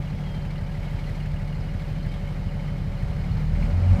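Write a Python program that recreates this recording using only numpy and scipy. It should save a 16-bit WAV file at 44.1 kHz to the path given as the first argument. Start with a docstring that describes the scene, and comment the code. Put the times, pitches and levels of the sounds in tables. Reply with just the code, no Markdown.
"""A six-cylinder diesel idles some way off in an open field and starts to rev up near the end.
Its firings drive the exhaust pipe, which throbs, puffs and thumps, then booms under load.
Combustion knocks ring the block; valve gear and injectors tap their covers. Gears whine, a panel
sings, a faint whistle comes and goes and intake air rushes, over a light breeze in the grass."""
import sys
import numpy as np
from scipy import signal
from scipy.fft import rfft, irfft
from scipy.io import wavfile

SR = 44100
rng = np.random.default_rng(int(sys.argv[2]) if len(sys.argv) > 2 else 0)


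def generate_wav(signal):
    """Clip the signal to [-1, 1] and save it as 16-bit WAV at the path in sys.argv[1]."""
    frames = np.transpose(np.atleast_2d(signal))
    scaled = np.clip(frames, -1, 1) * 32767
    pcm = np.round(scaled).astype(np.int16)
    wavfile.write(sys.argv[1], SR, pcm)


N = 176400
CYLINDERS = 6

# Exhaust tones. Each row: multiple of the engine cycle rate, base level in dB.
EXHAUST_LINES = [(6, -30), (7, -57), (9, -45), (12, -39.5), (13, -45.5), (15, -44.5), (18, -43.5),
                 (19, -45.5), (21, -43.5), (24, -30.5), (25, -51.5), (26, -49.5), (27, -48), (28, -46.5),
                 (30, -38), (32, -52.5)]
# Firing tone. Each row: time in seconds, gain in dB.
THROB_GAIN = [(0, -2), (1, 2), (2.9, 1.5), (3.4, 4.5), (3.64, 11.5), (3.78, 5), (3.87, 1), (3.93, 16),
              (4, -4)]
# Its octave, booming in the pipe under load. Each row: time in seconds, gain in dB.
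BOOM_GAIN = [(0, -36), (2.9, -30), (3.1, 1), (3.55, 15.5), (3.7, 7.5), (3.735, 22.5), (3.84, 23),
             (3.93, 30.5), (3.965, 15), (4, 3)]
# Higher firing harmonics. Each row: time in seconds, gain in dB.
HUM_GAIN = [(0, -2), (.9, -2), (1.7, -0.5), (2.5, -0.5), (3.3, 1), (3.65, 0.5), (3.85, -11), (4, 7.5)]
PIPE_LAG_RAD, LOPE_WAVER_RAD = 0.52, 0.11


def exhaust(firings, throttle_db):
    """Firing harmonics in step, and the wavering lope of unequal cylinders between them."""
    out, t = np.zeros(N), np.arange(N) / SR
    gains = {1: amp(curve(THROB_GAIN)), 2: amp(curve(BOOM_GAIN))}
    hum = amp(curve(HUM_GAIN) + 1.5 * drift(1.6))
    lope = amp(1.5 + 0.47 * throttle_db)
    for multiple, db in EXHAUST_LINES:
        angle = 2 * np.pi * multiple * firings / CYLINDERS
        if multiple % CYLINDERS == 0:
            harmonic = multiple // CYLINDERS
            lag = PIPE_LAG_RAD * (harmonic ** 2 - 1)  # the pipe delays high harmonics more
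            out -= amp(db) * gains.get(harmonic, hum) * np.cos(angle - lag)
        else:
            waver = np.interp(t, np.arange(13) / 3, rng.standard_normal(13))
            out += amp(db) * lope * np.cos(angle + 2 * np.pi * rng.random() + LOPE_WAVER_RAD * waver)
    return out


# Gas leaving the pipe. Each row: frequency in Hz, relative gain in dB.
PUFF_SPECTRUM = [(20, -32.5), (40, -18), (60, 1.5), (100, -6.5), (150, -1), (190, -8), (225, -12),
                 (300, -23.5), (500, -30.5), (1200, -67.5)]
PUFF_DECAY_S = 0.013


def puffs(firings, firing_hz, throttle_db):
    """Each firing, a little off the mean strength, pushes a turbulent puff out of the pipe."""
    index = firings.astype(int)
    excess = rng.uniform(-0.97, 1, size=256)[index]
    kicks = excess * onsets(index)
    age_s = firings % 1 / firing_hz
    gas = amp(-2.5 * excess) * np.exp(-age_s / PUFF_DECAY_S) * rng.standard_normal(N)
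    return amp(-36.5 + throttle_db) * colour(unit(kicks) + unit(gas), spectrum(PUFF_SPECTRUM))


CHUG_HZ, CHUG_DECAY_S, CHUG_OFFSET_CYCLES = 98.5, 0.019, 0.335


def chug(firings, firing_hz):
    """Two opposite cylinders fire harder, so every third firing rings the pipe."""
    beats = 2 * (firings / CYLINDERS - CHUG_OFFSET_CYCLES)
    age_s = beats % 1 * CYLINDERS / 2 / firing_hz
    strength = amp(-23.5 + 2.2 * rng.standard_normal(64))[beats.astype(int)]
    ring = strength * np.exp(-age_s / CHUG_DECAY_S) * np.sin(2 * np.pi * CHUG_HZ * age_s)
    fade = 1 - (beats % 1) ** 4
    return signal.sosfilt(signal.butter(1, [20, 400], "bandpass", fs=SR, output="sos"), ring * fade)


# Exhaust thumps. Each row: centre in seconds, relative peak in dB.
HEAVY_FIRINGS = [(0.791, -26), (0.949, -21.3), (1.344, -18.5), (1.426, -25), (2.07, -16), (2.47, -18),
                 (2.819, -21.5), (2.954, -23), (3.034, -16), (3.1, -19), (3.154, -19), (3.313, -12),
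                 (3.352, -17.5), (3.484, -19), (3.538, -21), (3.588, -24), (3.628, -29), (3.693, -19)]
THUMP_HZ, THUMP_GAIN_DB = 78, -0.5


def thumps():
    """A single low push of air for each heavy firing."""
    out, t = np.zeros(N), np.arange(N) / SR
    for centre_s, db in HEAVY_FIRINGS:
        offset_sq = np.minimum((np.pi * THUMP_HZ * (t - centre_s)) ** 2, 50)
        out -= amp(THUMP_GAIN_DB + db) * (1 - 2 * offset_sq) * np.exp(-offset_sq)
    return out


# Ring of block and panels. Each row: frequency in Hz, relative gain in dB.
BLOCK_SPECTRUM = [(150, -42), (250, 7), (304, -2), (363, -1), (387, -4.5), (518, -4), (571, -3), (671, -6),
                  (728, -9.5), (790, -12.5), (856, -7), (1010, -15), (1200, -12), (1660, -14), (2120, -13),
                  (2620, -25), (3030, -19.5), (3500, -32.5), (4260, -22.5), (4540, -30), (4920, -25.5),
                  (6080, -37.5), (12000, -56), (15600, -69), (22000, -120)]
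# Narrow block and cover resonances. Each row: frequency in Hz, width in Hz, lift in dB.
COVER_MODES = [(755, 21, 10.5), (862, 25, 3.5), (2190, 79, 8), (2458, 53, 10), (2700, 39, 4),
               (2990, 100, 4.5), (3800, 34, 8.5), (4230, 110, 5.5), (4870, 54, 7.5)]
# Clatter that repeats every cycle. Each row: frequency in Hz, share of power from 0 to 1.
REPEAT_SHARE = [(200, 0.58), (600, 0.63), (1500, 0.21), (4000, 0.077), (10000, 0.046)]
KNOCK_DECAY_S, KNOCK_LEAD_FIRINGS, KNOCK_SPREAD_DB = 0.013, 0.4, 6.5
CHURN_GAIN, BLOCK_LOW_CUT_HZ = 9.1, 260


def clatter(firings, firing_hz, throttle_db):
    """Combustion knocks over churning gear, partly alike in every cycle, ring the block."""
    pattern = rng.standard_normal(7000)
    repeating = pattern[(firings / CYLINDERS % 1 * len(pattern)).astype(int)]
    fresh = rng.standard_normal(N)
    share = spectrum(REPEAT_SHARE)
    grit = irfft(rfft(repeating) * np.sqrt(share) + rfft(fresh) * np.sqrt(1 - share), N)
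    knocks = firings + KNOCK_LEAD_FIRINGS
    strength = amp(1.7 * throttle_db + KNOCK_SPREAD_DB * rng.standard_normal(256)[knocks.astype(int)])
    envelope = CHURN_GAIN + strength * np.exp(-(knocks % 1) / firing_hz / KNOCK_DECAY_S)
    body_db = spectrum(BLOCK_SPECTRUM) - 10 * np.log10(1 + (BLOCK_LOW_CUT_HZ / (bins() + 1)) ** 4)
    body_db += sum(db / (1 + (2 * (bins() - hz) / width_hz) ** 2) for hz, width_hz, db in COVER_MODES)
    return amp(-45.5 + 0.55 * throttle_db) * colour(envelope * grit, body_db)


# Cover strikes. Each row: point in the cycle from 0 to 1, ring in Hz, width in Hz, base level in dB.
COVER_TAPS = [(0.102, 2205, 109, -62.5), (0.148, 2360, 346, -66), (.13, 2143, 130, -62.5),
              (0.128, 3930, 500, -68.5), (0.202, 940, 90, -64.5), (0.259, 3350, 410, -66.5),
              (0.301, 1720, 250, -65.5), (0.302, 640, 80.5, -62.5), (0.421, 2770, 130, -67),
              (.44, 2860, 130, -66.5), (0.459, 2010, 220, -64.5), (0.568, 4230, 260, -67.5),
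              (.6, 1115, 222, -66.5), (0.62, 2070, 208, -61.5), (0.768, 1740, 254, -61.5),
              (.79, 2700, 350, -66.5), (.93, 4870, 130, -73)]
# Chatter of all the taps. Each row: time in seconds, gain in dB.
CHATTER_GAIN = [(0, 0), (.4, -2), (.75, -1), (1.05, 0), (1.6, -2), (2.1, -2), (2.8, -5), (3.5, -2),
                (3.63, -3), (3.75, -2.5), (4, -1)]
TAP_SPREAD_DB, REBOUNDS_PER_S, REBOUND_DECAY_S, SCATTER_DECAY_S = 3.5, 79, 0.0075, 0.014


def taps(firings, firing_hz):
    """Valve gear and injectors each strike their cover once a cycle, with random dying rebounds."""
    out = np.zeros(N)
    for point, hz, width_hz, db in COVER_TAPS:
        cycles = firings / CYLINDERS - point + 1
        index = cycles.astype(int)
        age_s = cycles % 1 * CYLINDERS / firing_hz
        strength = amp(TAP_SPREAD_DB * rng.standard_normal(64))[index]
        rebounds = (rng.random(N) < REBOUNDS_PER_S / SR) * rng.uniform(-1.7, 1, N)
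        strikes = strength * np.exp(-age_s / REBOUND_DECAY_S) * (onsets(index) + rebounds)
        scatter = rng.standard_normal(1500) * np.exp(-np.arange(1500) / SR / SCATTER_DECAY_S)
        cover = signal.iirpeak(hz, hz / width_hz, fs=SR)
        out += amp(db) * unit(signal.lfilter(*cover, signal.oaconvolve(strikes, scatter)[:N]))
    return amp(curve(CHATTER_GAIN)) * out


# Clacks above the chatter. Each row: start in seconds, ring in Hz, peak in dB.
HARD_STRIKES = [(.880, 2080, -44), (.985, 2120, -38), (1.225, 2100, -46), (2.051, 1930, -38),
                (2.113, 2260, -42), (2.594, 2154, -41), (3.236, 2070, -39), (3.393, 2170, -43),
                (3.551, 2060, -39), (3.624, 2310, -35), (3.831, 2250, -42), (3.958, 2250, -38.5)]
CLACK_DECAY_S, CLACK_WIDTH_HZ = 0.0067, 320


def clacks():
    """A hard strike and its quick rattle ring a cover."""
    out, t = np.zeros(N), np.arange(SR // 16) / SR
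    for start_s, hz, db in HARD_STRIKES:
        rattle = rng.standard_normal(len(t)) * np.exp(-t / CLACK_DECAY_S)
        cover = signal.iirpeak(hz, hz / CLACK_WIDTH_HZ, fs=SR)
        ring = signal.lfilter(*cover, signal.lfilter(*cover, rattle))
        slot = out[round(start_s * SR):][:len(t)]
        slot += (amp(db) * ring / abs(ring).max())[:len(slot)]
    return out


# Singing panel. Each row: time in seconds, gain in dB.
PANEL_GAIN = [(0, 2), (1.4, 2.5), (2.4, 4.5), (3.1, 5), (3.48, -15), (3.59, 12.5), (3.64, -1), (3.69, 15.5),
              (3.765, 1), (3.835, 16), (3.885, 3), (3.935, 15), (4, 15)]
PANEL_HZ, PANEL_WIDTH_HZ = 570, 9


def panel(throttle_db):
    """A panel sings at a nearly steady pitch, blurred by narrow-band noise."""
    blur_db = -20 * np.log10(1 + ((bins() - PANEL_HZ) / PANEL_WIDTH_HZ) ** 2)
    blur = colour(rng.standard_normal(N), blur_db)
    hz = PANEL_HZ + 0.05 * throttle_db + 2.65 * drift(7.0)
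    tone = unit(np.sin(2 * np.pi * np.cumsum(hz) / SR))
    return amp(-56 + curve(PANEL_GAIN)) * unit(tone + 0.23 * blur)


# Gear whine. Each row: multiple of the firing rate, base level in dB.
GEAR_TONES = [(11, -63), (13, -58.5), (14, -61.5), (15, -55.5), (20, -60)]


def gears(firings, throttle_db):
    """Gear tones follow the speed and swell with the throttle."""
    tones = sum(amp(db) * np.sin(2 * np.pi * multiple * firings + 0.46 * drift(2.7))
                for multiple, db in GEAR_TONES)
    return amp(0.5 * throttle_db) * tones


# Whistle path. Each row: time in seconds, pitch in Hz, level in dB.
WHISTLE_GLIDE = [(0, 3300, -70), (.15, 3294, -58), (.21, 3282, -66), (0.251, 3312, -55), (.275, 3236, -56),
                 (0.351, 3150, -54), (.43, 3110, -62), (.54, 3030, -62), (.68, 3090, -80), (.85, 3140, -64),
                 (1, 3150, -60), (1.12, 3165, -64), (1.3, 3190, -85), (1.75, 3100, -80), (1.95, 3135, -59),
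                 (2.1, 3120, -61.5), (2.2, 3075, -59), (2.38, 3050, -70), (2.539, 3104, -62),
                 (2.69, 3070, -55), (2.86, 3085, -72), (3.1, 3080, -87)]
FLUTTER_HZ, FLICKER_DB = 12.9, 3


def whistle():
    """A thin, fluttering whistle that glides, likely the turbocharger."""
    hz = curve([(s, pitch) for s, pitch, _ in WHISTLE_GLIDE]) + FLUTTER_HZ * drift(60)
    db = curve([(s, level) for s, _, level in WHISTLE_GLIDE]) + FLICKER_DB * drift(25)
    return amp(db) * np.sin(2 * np.pi * np.cumsum(hz) / SR)


# Intake rush. Each row: frequency in Hz, relative gain in dB.
INTAKE_SPECTRUM = [(300, -19), (650, -2), (760, 3), (1200, -6.5), (3000, -19.5), (5000, -24), (8200, -26.5),
                   (10500, -35), (15000, -47)]


def intake(throttle_db):
    """The rush of intake air grows quickly with the throttle."""
    level_db = -57.5 + 2.08 * throttle_db + drift(6.1)
    return amp(level_db) * colour(rng.standard_normal(N), spectrum(INTAKE_SPECTRUM))


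# Wind noise. Each row: frequency in Hz, relative gain in dB.
BREEZE_SPECTRUM = [(15, -11.5), (45, 0.5), (100, -8), (300, -14.5), (1000, -19), (4000, -28), (7000, -38),
                   (11000, -42.5), (15000, -43.5)]


def breeze():
    """A light, wavering breeze in the grass."""
    return amp(-47.5 + 0.94 * drift(3.6)) * colour(rng.standard_normal(N), spectrum(BREEZE_SPECTRUM))


def amp(db):
    """Decibels to gain."""
    return 10 ** (np.asarray(db) / 20)


def unit(x):
    """Scales to rms 1."""
    return x / np.sqrt(np.mean(x ** 2) + 1e-20)


def onsets(index):
    """True where a counter steps up."""
    return np.diff(index, prepend=index[0]) > 0


def curve(points):
    """A control curve at every sample."""
    return np.interp(np.arange(N) / SR, *np.transpose(points))


def bins():
    """Frequencies of the full-length spectrum in Hz."""
    return np.fft.rfftfreq(N, 1 / SR)


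def spectrum(points):
    """A table read on a log-frequency axis."""
    hz, value = np.transpose(points)
    return np.interp(np.log(bins() + 1), np.log(hz + 1), value)


def colour(x, db):
    """Minimum-phase filter from a gain per bin; output at rms 1."""
    log_gain = np.log(amp(np.maximum(db, db.max() - 100)))
    cepstrum = irfft(log_gain, N)
    cepstrum[1:N // 2] *= 2
    cepstrum[N // 2 + 1:] = 0
    return unit(irfft(rfft(x) * np.exp(rfft(cepstrum)), N))


def drift(rate_hz):
    """Smooth random wander of rms 1."""
    return unit(irfft(rfft(rng.standard_normal(N)) * np.exp(-(bins() / rate_hz) ** 2), N))


# Engine speed. Each row: time in seconds, firings per second.
FIRING_RATE = [(0, 37.25), (1.4, 37.17), (1.7, 37.34), (3.2, 37.36), (3.5, 38.3), (3.58, 39.5),
               (3.68, 41.3), (3.75, 44), (3.9, 45.8), (4, 47)]
# Throttle. Each row: time in seconds, drive above idle in dB.
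THROTTLE_DRIVE = [(0, 0), (1.5, 0), (2.9, 0.5), (3.3, 2.5), (3.52, 1.5), (3.62, 6), (3.76, 4), (3.9, 6.5),
                  (4, 6)]
FIRST_FIRING_S = 0.002


def scene():
    """Speed and throttle drive the engine; pipe, block and air mix to mono."""
    firing_hz, throttle_db = curve(FIRING_RATE), curve(THROTTLE_DRIVE)
    firings = CYLINDERS + np.cumsum(firing_hz) / SR - FIRST_FIRING_S * firing_hz[0]  # running count
    pipe = exhaust(firings, throttle_db) + puffs(firings, firing_hz, throttle_db)
    pipe += chug(firings, firing_hz) + thumps()
    block = clatter(firings, firing_hz, throttle_db) + taps(firings, firing_hz) + clacks()
    whine = panel(throttle_db) + gears(firings, throttle_db)
    air = whistle() + breeze() + intake(throttle_db)
    return (pipe + block + whine + air)[None]


def record(dry):
    """Steep low-pass at 15.3 kHz, with softened ends."""
    lowpass = signal.ellip(12, 0.1, 90, 15300, fs=SR, output="sos")
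    return signal.windows.tukey(N, 0.001) * signal.sosfilt(lowpass, dry)


dry = scene()
out = record(dry)
generate_wav(out)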